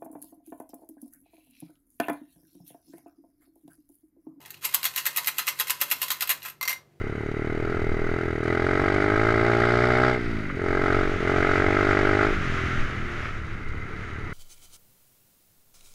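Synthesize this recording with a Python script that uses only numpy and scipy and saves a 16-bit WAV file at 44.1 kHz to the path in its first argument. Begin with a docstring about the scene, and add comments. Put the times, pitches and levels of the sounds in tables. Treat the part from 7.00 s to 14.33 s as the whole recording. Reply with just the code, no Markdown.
"""A small four-stroke single-cylinder pit bike rides along a field track, heard from the rider's position.
It pulls up through the revs, shuts off briefly, pulls again, then coasts with the throttle nearly shut.
Each firing rings the exhaust and shakes out a rasp of noise, as strongly as throttle and engine speed dictate.
Gulps of air ring the air box, the engine clatters and hums, and bumps knock loose parts and chassis.
Shaped noise makes the tyres' churn, the swish of grass and the wind that buffets the microphone."""
import sys
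import numpy as np
from scipy.fft import rfft, irfft, next_fast_len
from scipy.io import wavfile
from scipy.ndimage import uniform_filter1d, map_coordinates

SR = 44100
rng = np.random.default_rng(int(sys.argv[2]) if len(sys.argv) > 2 else 0)


def transcribe(signal):
    """Save signal, clipped to [-1, 1], as a 16-bit WAV file at the path in sys.argv[1]."""
    frames = np.atleast_2d(signal).T
    limited = np.clip(frames, -1, 1)
    pcm = np.round(limited * 32767).astype(np.int16)
    wavfile.write(sys.argv[1], SR, pcm)


N = 323253  # length in samples
TIME = np.arange(N) / SR  # seconds


def amp(db):
    """Turn decibels into gain."""
    return 10 ** (np.asarray(db) / 20)


def unit(x):
    """Scale a sound to an average (rms) level of 1."""
    return x / np.sqrt(np.mean(x ** 2) + 1e-20)


def curves(rows):
    """Join the points of each column after the time by straight lines, one value per sample."""
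    point_s, *columns = np.transpose(rows)
    return [np.interp(TIME, point_s, column) for column in columns]


def wobble(rate):
    """Draw a smooth random curve through `rate` random points a second."""
    points = rng.standard_normal(int(N * rate / SR) + 4)
    return map_coordinates(points, [TIME * rate])


def filtered(x, response):
    """Filter x by a response that depends on frequency in Hz."""
    padded = next_fast_len(N + SR // 2)  # room for the ringing to die away
    hz = np.fft.rfftfreq(padded, 1 / SR)
    return irfft(rfft(x, padded) * response(hz), padded)[:N]


def coloured(x, spectrum):
    """Filter x to a spectrum of (pitch_hz, level_db) points, then scale to rms 1."""
    pitch_hz, level_db = np.transpose(spectrum)

    def response(hz):
        return amp(np.interp(np.log(hz + 1), np.log(pitch_hz), level_db))
    return unit(filtered(x, response))


def noise(spectrum):
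    """Make steady random noise of the given spectrum, at rms 1."""
    return coloured(rng.standard_normal(N), spectrum)


def resonance(hz, centre, width):
    """Response of one part that rings at `centre` Hz; a narrower width in Hz rings longer."""
    return 1j * hz * width / (centre ** 2 - hz * hz + 1j * hz * width)


def resonate(x, modes, soft_hz, delay=0, alternate=False):
    """Let x, softened above soft_hz, ring the modes; alternating signs make the ring swell more slowly."""
    def response(hz):
        ring = 0
        for k, (pitch_hz, width_hz, level_db) in enumerate(modes):
            sign = (-1) ** (k * alternate)
            ring = ring + sign * amp(level_db) * resonance(hz, pitch_hz, width_hz)
        softening = np.exp(-(hz / soft_hz) ** 2)
        return ring * softening * np.exp(-2j * np.pi * hz * delay)  # delay in seconds
    return unit(filtered(x, response))


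def gated(gate):
    """Shape white noise by a gate, evening out the gate's slow rise and fall."""
    slow_power = uniform_filter1d(gate ** 2, size=4410)  # averaged over 0.1 s
    return rng.standard_normal(N) * gate / np.sqrt(np.abs(slow_power))


def loudness(law, throttle, rate):
    """Gain of a layer, from throttle opening and engine speed."""
    # law: level_db at full throttle and cruising speed, loss_db on shutting, gain_db per doubling of speed
    full_db, shut_loss_db, db_per_octave = law
    cruise_rate = 50  # firings a second
    return amp(full_db - shut_loss_db * (1 - throttle) + db_per_octave * np.log2(rate / cruise_rate))


def combustion(throttle):
    """Strength of the firings, 0-1: a shut throttle leaves almost nothing to burn."""
    idle_opening, misfire_db = 0.18, 24  # firings fade below this opening, by this much when fully shut
    return amp(-misfire_db * np.clip(1 - throttle / idle_opening, 0, 1))


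def pulses(times, scatter_db, jitter):
    """Make one click per firing or gulp, varying randomly in level (dB) and timing (s)."""
    chance = rng.standard_normal((len(times), 2))
    position = (times + jitter * chance[:, 0]) * SR
    # a short windowed sinc places each click between samples
    taps = np.floor(position)[:, None] + np.arange(-7, 9)
    offset = taps - position[:, None]
    shape = np.sinc(offset) * np.sinc(offset / 8) * amp(scatter_db * chance[:, 1:])
    samples = np.clip(taps, 0, N).astype(int)
    return np.bincount(samples.ravel(), shape.ravel(), N + 1)[:N]


def exhaust(times, throttle, rate):
    """Each burst of exhaust gas rings the pipe; an open throttle makes higher modes speak."""
    # resonances of the exhaust: pitch_hz, width_hz, level_db (relative)
    boom_modes = [(117.5, 37.4, 0)]
    putter_modes = [(167, 570, 0)]
    thump_modes = [(274, 68, -4.5), (347, 56, 3.5), (406.5, 64, 6), (413, 62, 0)]
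    bark_modes = [(611, 91, 7), (686, 48, -9.5), (806.5, 27.5, 5), (1077, 51, 0.5)]
    crack_modes = [(1257, 117, 4), (1431, 147, 4.5), (1613, 83, 4.5), (1930, 75, -28)]
    # how loudness follows the engine: full_throttle_db, shut_loss_db, gain_db_per_octave of speed
    boom_law = (-30, 11.1, 5.6)
    putter_law = (-46, -6, -14)
    thump_law = (-23.5, 8.4, 2.7)
    bark_law = (-28.5, 16, 11.4)
    crack_law = (-28.5, 21.7, 6.1)

    firing = combustion(throttle)
    puffs = pulses(times, scatter_db=0.37, jitter=.00003)
    boom = loudness(boom_law, throttle, rate) * resonate(puffs, boom_modes, soft_hz=340)
    putter = loudness(putter_law, throttle, rate) * resonate(puffs, putter_modes, soft_hz=367)
    thump = loudness(thump_law, throttle, rate) * resonate(puffs, thump_modes, soft_hz=625)
    bark = loudness(bark_law, throttle, rate) * resonate(puffs, bark_modes, soft_hz=1360)

    def silencer(hz):  # cancels a narrow band
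        return 1 - resonance(hz, centre=515.3, width=64)
    pipe = filtered(boom + firing * (putter + thump + bark), silencer)

    # the steep front cracks at once, and again, less evenly, after its trip along the pipe and back
    front_pulses = pulses(times, scatter_db=2.0, jitter=.00004)
    front = resonate(front_pulses, crack_modes, soft_hz=2560, alternate=True)
    return_pulses = pulses(times, scatter_db=5.0, jitter=0.00024)
    again = resonate(return_pulses, crack_modes, soft_hz=2600, delay=0.003124, alternate=True)
    crack = loudness(crack_law, throttle, rate) * (front + .65 * again)
    return -pipe - firing * crack


def intake(times, throttle, rate):
    """Half a cycle after each exhaust burst the piston gulps air, which favours the even harmonics."""
    # the air box, rung by each gulp: pitch_hz, width_hz, level_db (relative)
    air_box = [(312.6, 35, 0)]
    # loudness: full_throttle_db, shut_loss_db, gain_db_per_octave of speed
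    intake_law = (-36.5, 18, 5)
    halfway = (times[:-1] + times[1:]) / 2
    gulps = pulses(halfway, scatter_db=2.5, jitter=.00005)
    level = combustion(throttle) * loudness(intake_law, throttle, rate)
    return -level * resonate(gulps, air_box, soft_hz=520)


def overrun(cycle, throttle, rate):
    """With the throttle shut the wheel turns the engine, whose pumping hums at multiples of its firing rate."""
    # the hum by engine speed: firings_per_s, level_db, high_rev_colour_share (0-1), waver_radians
    hum_by_speed = [(36.3, -48.5, 0, 1), (43.4, -35, 0.04, 0.53), (50, -40, 1, 0.47), (53.4, -37.5, 1, .2)]
    # the strength of each harmonic: multiple of the firing rate, low_rev_db, high_rev_db (both relative)
    hum_orders = [(2, 2, -11), (3, -3, -7), (4, -12.5, 3), (5, -7, -0.5), (6, -8.5, -3.5), (7, -12, -6),
                  (8, -18, -33), (9, -7, -22), (11, -18, -27), (12, -22, -13)]
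    speeds, *columns = np.transpose(hum_by_speed)
    level_db, high_share, waver = [np.interp(rate, speeds, column) for column in columns]
    hum = 0
    for order, low_db, high_db in hum_orders:
        order_db = low_db + high_share * (high_db - low_db) + 2.9 * wobble(8.3)
        phase = 2 * np.pi * order * cycle + waver * wobble(16)
        hum = hum + amp(order_db) * np.cos(phase)
    return -np.sqrt(2) * (1 - combustion(throttle)) * amp(level_db) * hum


def burst(age, delay, width):
    """A swell that peaks when age equals delay and dies more slowly than it rose."""
    return np.exp(-.5 * (np.log((age + 1e-5) / delay) / width) ** 2)


def gas_and_clatter(times, cycle, throttle, rate):
    """Turbulent gas follows each firing; valve gear and chain keep clattering when the throttle is shut."""
    # spectra of the noises: pitch_hz, level_db (relative, per Hz)
    clatter_spectrum = [(700, -24.5), (1050, -19), (1300, -1), (1500, -1.5), (1750, -8), (2060, 2),
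                        (2330, -9.5), (2650, -15), (3200, -28.5), (4500, -52)]
    rasp_spectrum = [(450, -47), (700, 1.5), (1000, -7), (1130, -16), (1290, 5), (1450, 3.5), (1620, -3),
                     (1800, 1), (2060, 5.5), (2300, -1), (2600, -18), (4500, -56.5)]
    hiss_spectrum = [(1800, -30), (2800, 0), (3500, 1), (4250, -2.5), (4750, -1), (5600, -9.5),
                     (6600, -19.5), (7700, -17), (9000, -24.5), (11500, -38), (13000, -56), (15000, -63)]
    # ringing of fins and engine covers: pitch_hz, width_hz, level_db (relative)
    casing_modes = [(2980, 104, 7), (3854, 150, 4), (4720, 180, -2.5), (5730, 170, -2.5), (6570, 450, -2.5),
                    (9030, 1000, -8), (10800, 910, -9)]
    # loudness: full_throttle_db, shut_loss_db, gain_db_per_octave of speed
    clatter_law = (-33.5, 5.6, 8.8)
    rasp_law = (-29.5, 17, 6)
    hiss_law = (-45.5, 12.2, 15.7)
    casing_law = (-50, 8.2, 5.2)

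    last_firing = np.r_[-1, times][np.searchsorted(times, TIME)]
    age = TIME - last_firing  # seconds
    valves = burst(cycle % 1, delay=0.688, width=0.023)  # a valve seats late in every cycle
    clatter_gate = amp(1.6 * wobble(160)) * (1 + 0.25 * valves)
    clatter = coloured(gated(clatter_gate), clatter_spectrum)

    force = np.sqrt(throttle) * amp(1.6 * wobble(50))
    rasp_gate = force * burst(age, delay=0.0029, width=0.76) + 0.0082
    rasp = combustion(throttle) * coloured(gated(rasp_gate), rasp_spectrum)

    spit = 3 * burst(age, delay=.0008, width=.6) + 1.5 * burst(age, delay=.005, width=.5)
    hiss = coloured(gated(amp(1.6 * wobble(160)) + force * spit), hiss_spectrum)
    casing_gate = amp(2.7 * wobble(220)) * (1 + 0.71 * force * spit)
    casing = resonate(gated(casing_gate), casing_modes, soft_hz=8560, alternate=True)

    layers = [(clatter, clatter_law), (rasp, rasp_law), (hiss, hiss_law), (casing, casing_law)]
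    return sum(sound * loudness(law, throttle, rate) * amp(.7 * wobble(8)) for sound, law in layers)


def wind():
    """Lumpy low noise of air buffeting the microphone, with gusts and lulls."""
    # gusts and lulls: middle_s, half_length_s, level_db over the breeze
    gusts = [(0.857, 0.28, 9), (1.7, 0.59, -3.5), (4.206, .7, 6.5), (5.544, .5, 8), (6.71, 0.059, 4.5)]
    # spectrum of the buffeting: pitch_hz, level_db (relative, per Hz)
    buffet_spectrum = [(6, -7), (18, 7.5), (35, -16), (55, -11), (85, -5.5), (150, -22), (300, -25),
                       (700, -43.5), (2000, -78)]
    wind_db = -34  # the breeze between gusts
    for middle_s, half_s, level_db in gusts:
        wind_db = wind_db + level_db * np.exp(-((TIME - middle_s) / half_s) ** 2)
    return amp(wind_db) * unit(amp(1.4 * wobble(9.8)) * noise(buffet_spectrum))


def tyres(throttle, rate):
    """Knobbly tyres churn the track as lumpy noise, louder as the bike works harder."""
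    # spectrum of the churn: pitch_hz, level_db (relative, per Hz)
    churn_spectrum = [(50, -4), (85, 10), (170, 0), (290, 1), (420, 3), (510, -5.5), (620, -9.5),
                      (900, -10), (1300, -4), (3000, -42.5)]
    # loudness: full_throttle_db, shut_loss_db, gain_db_per_octave of speed
    churn_law = (-37.5, 3.8, 3.6)
    lumps_db = 1.8 * wobble(25)
    return loudness(churn_law, throttle, rate) * amp(lumps_db) * noise(churn_spectrum)


def grass():
    """Grass brushing past makes a flickering swish of noise."""
    # rush of the bike through grass: time_s, level_db
    grass_levels = [(3.6, -63), (3.85, -37.5), (4.3, -33), (5.3, -32.5), (5.65, -30.5), (6.03, -38),
                    (6.25, -34), (6.4, -43), (6.8, -52), (7.0, -43.5), (7.33, -48)]
    # spectrum of the swish: pitch_hz, level_db (relative, per Hz)
    swish_spectrum = [(350, -40), (600, -9), (765, -14), (974, -18), (1310, 1), (1520, -3.5), (2020, -5.5),
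                      (3750, -21.5), (4230, -26), (6600, -30), (8520, -44), (11000, -46), (15000, -69)]
    grass_db, = curves(grass_levels)
    return amp(grass_db + 1.2 * wobble(30)) * noise(swish_spectrum)


def after(events, t60):
    """Rise in about a millisecond at each (start_s, level_db), then fall 60 dB every t60 seconds."""
    envelope = 0
    for start_s, level_db in events:
        age = np.maximum(TIME - start_s, 0)
        rise = 1 - np.exp(-(age / .001) ** 2)
        envelope = envelope + amp(level_db - 60 * age / t60) * rise
    return envelope


def rattles():
    """Bumps shake bright ticks and duller knocks out of the bike, as short bursts of noise."""
    # bright ticks of loose parts: start_s, level_db (before the trim below)
    jolts = [(1.4376, -34), (1.943, -35), (3.8994, -41), (6.5286, -45), (6.6844, -38)]
    # knocks of the chassis over bumps: start_s, level_db (before the trim below)
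    chassis_knocks = [(3.499, -22.5), (6.2542, -23), (6.9321, -31)]
    tick_spectrum = [(1500, -32), (4000, 7), (7000, -2), (11000, -14), (15000, -28)]
    knock_spectrum = [(500, -32), (1000, -3), (1350, 9), (2100, -7), (3500, -24), (12000, -85)]
    ticks = after(jolts, t60=.06) * noise(tick_spectrum)
    knocks = after(chassis_knocks, t60=0.036) * noise(knock_spectrum)
    return amp(-13.5) * ticks + amp(-2.5) * knocks


def scene():
    """The crank sets the firing times; throttle and speed set the strength of every engine sound."""
    # engine speed: time_s, firings_per_s
    speed_points = [(0.0, 35.11), (0.6, 39.72), (0.72, 42.31), (0.91, 39.48), (1.23, 42.87), (1.38, 39.06),
                    (1.5, 42.64), (1.6, 42.02), (1.67, 45.24), (2.14, 52.1), (2.25, 55.74), (2.38, 55.61),
                    (2.48, 58.65), (2.55, 57.76), (3.1, 63.1), (3.34, 55.46), (3.58, 43.57), (3.66, 45.2),
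                    (4.1, 47.0), (4.22, 43.57), (4.35, 46.41), (4.55, 45.91), (4.84, 49.64), (5.02, 49.27),
                    (5.26, 51.78), (5.48, 43.98), (6.44, 36.61), (7.33, 36.32)]
    # the rider's hand: time_s, throttle_opening (0-1)
    throttle_points = [(0, .16), (.35, 0.17), (.75, 0.38), (.95, 0.39), (1.2, 0.43), (1.4, 0.35),
                       (1.49, 0.81), (1.82, 0.88), (2.3, .8), (3.09, 0.84), (3.19, 0.08), (3.55, 0.05),
                       (3.7, 0.76), (3.98, 0.9), (4.19, 0.12), (4.3, 0.92), (5.25, 0.91), (5.34, 0.09),
                       (6.6, 0), (7.33, 0.07)]
    rate, = curves(speed_points)
    throttle = np.clip(curves(throttle_points)[0], 0, 1)
    cycle = np.cumsum(rate) / SR + .534  # running count of engine cycles, one firing in each
    times = np.interp(np.arange(1, int(cycle[-1]) + 1), cycle, TIME)  # firing times in seconds
    engine = exhaust(times, throttle, rate) + intake(times, throttle, rate)
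    engine = engine + overrun(cycle, throttle, rate) + gas_and_clatter(times, cycle, throttle, rate)
    surroundings = wind() + tyres(throttle, rate) + grass()
    return (engine + surroundings + rattles())[None]


def record(dry):
    """Round the highest peaks, dull the top treble and leave silence above top_hz."""
    top_hz, dulling_hz, ceiling = 15150, 12700, .52
    rounded = dry[0] / (1 + (dry[0] / ceiling) ** 4) ** (1 / 4)

    def response(hz):
        return (hz < top_hz) / np.sqrt(1 + (hz / dulling_hz) ** 16)
    return filtered(rounded, response)[None]


dry = scene()
out = record(dry)
transcribe(out)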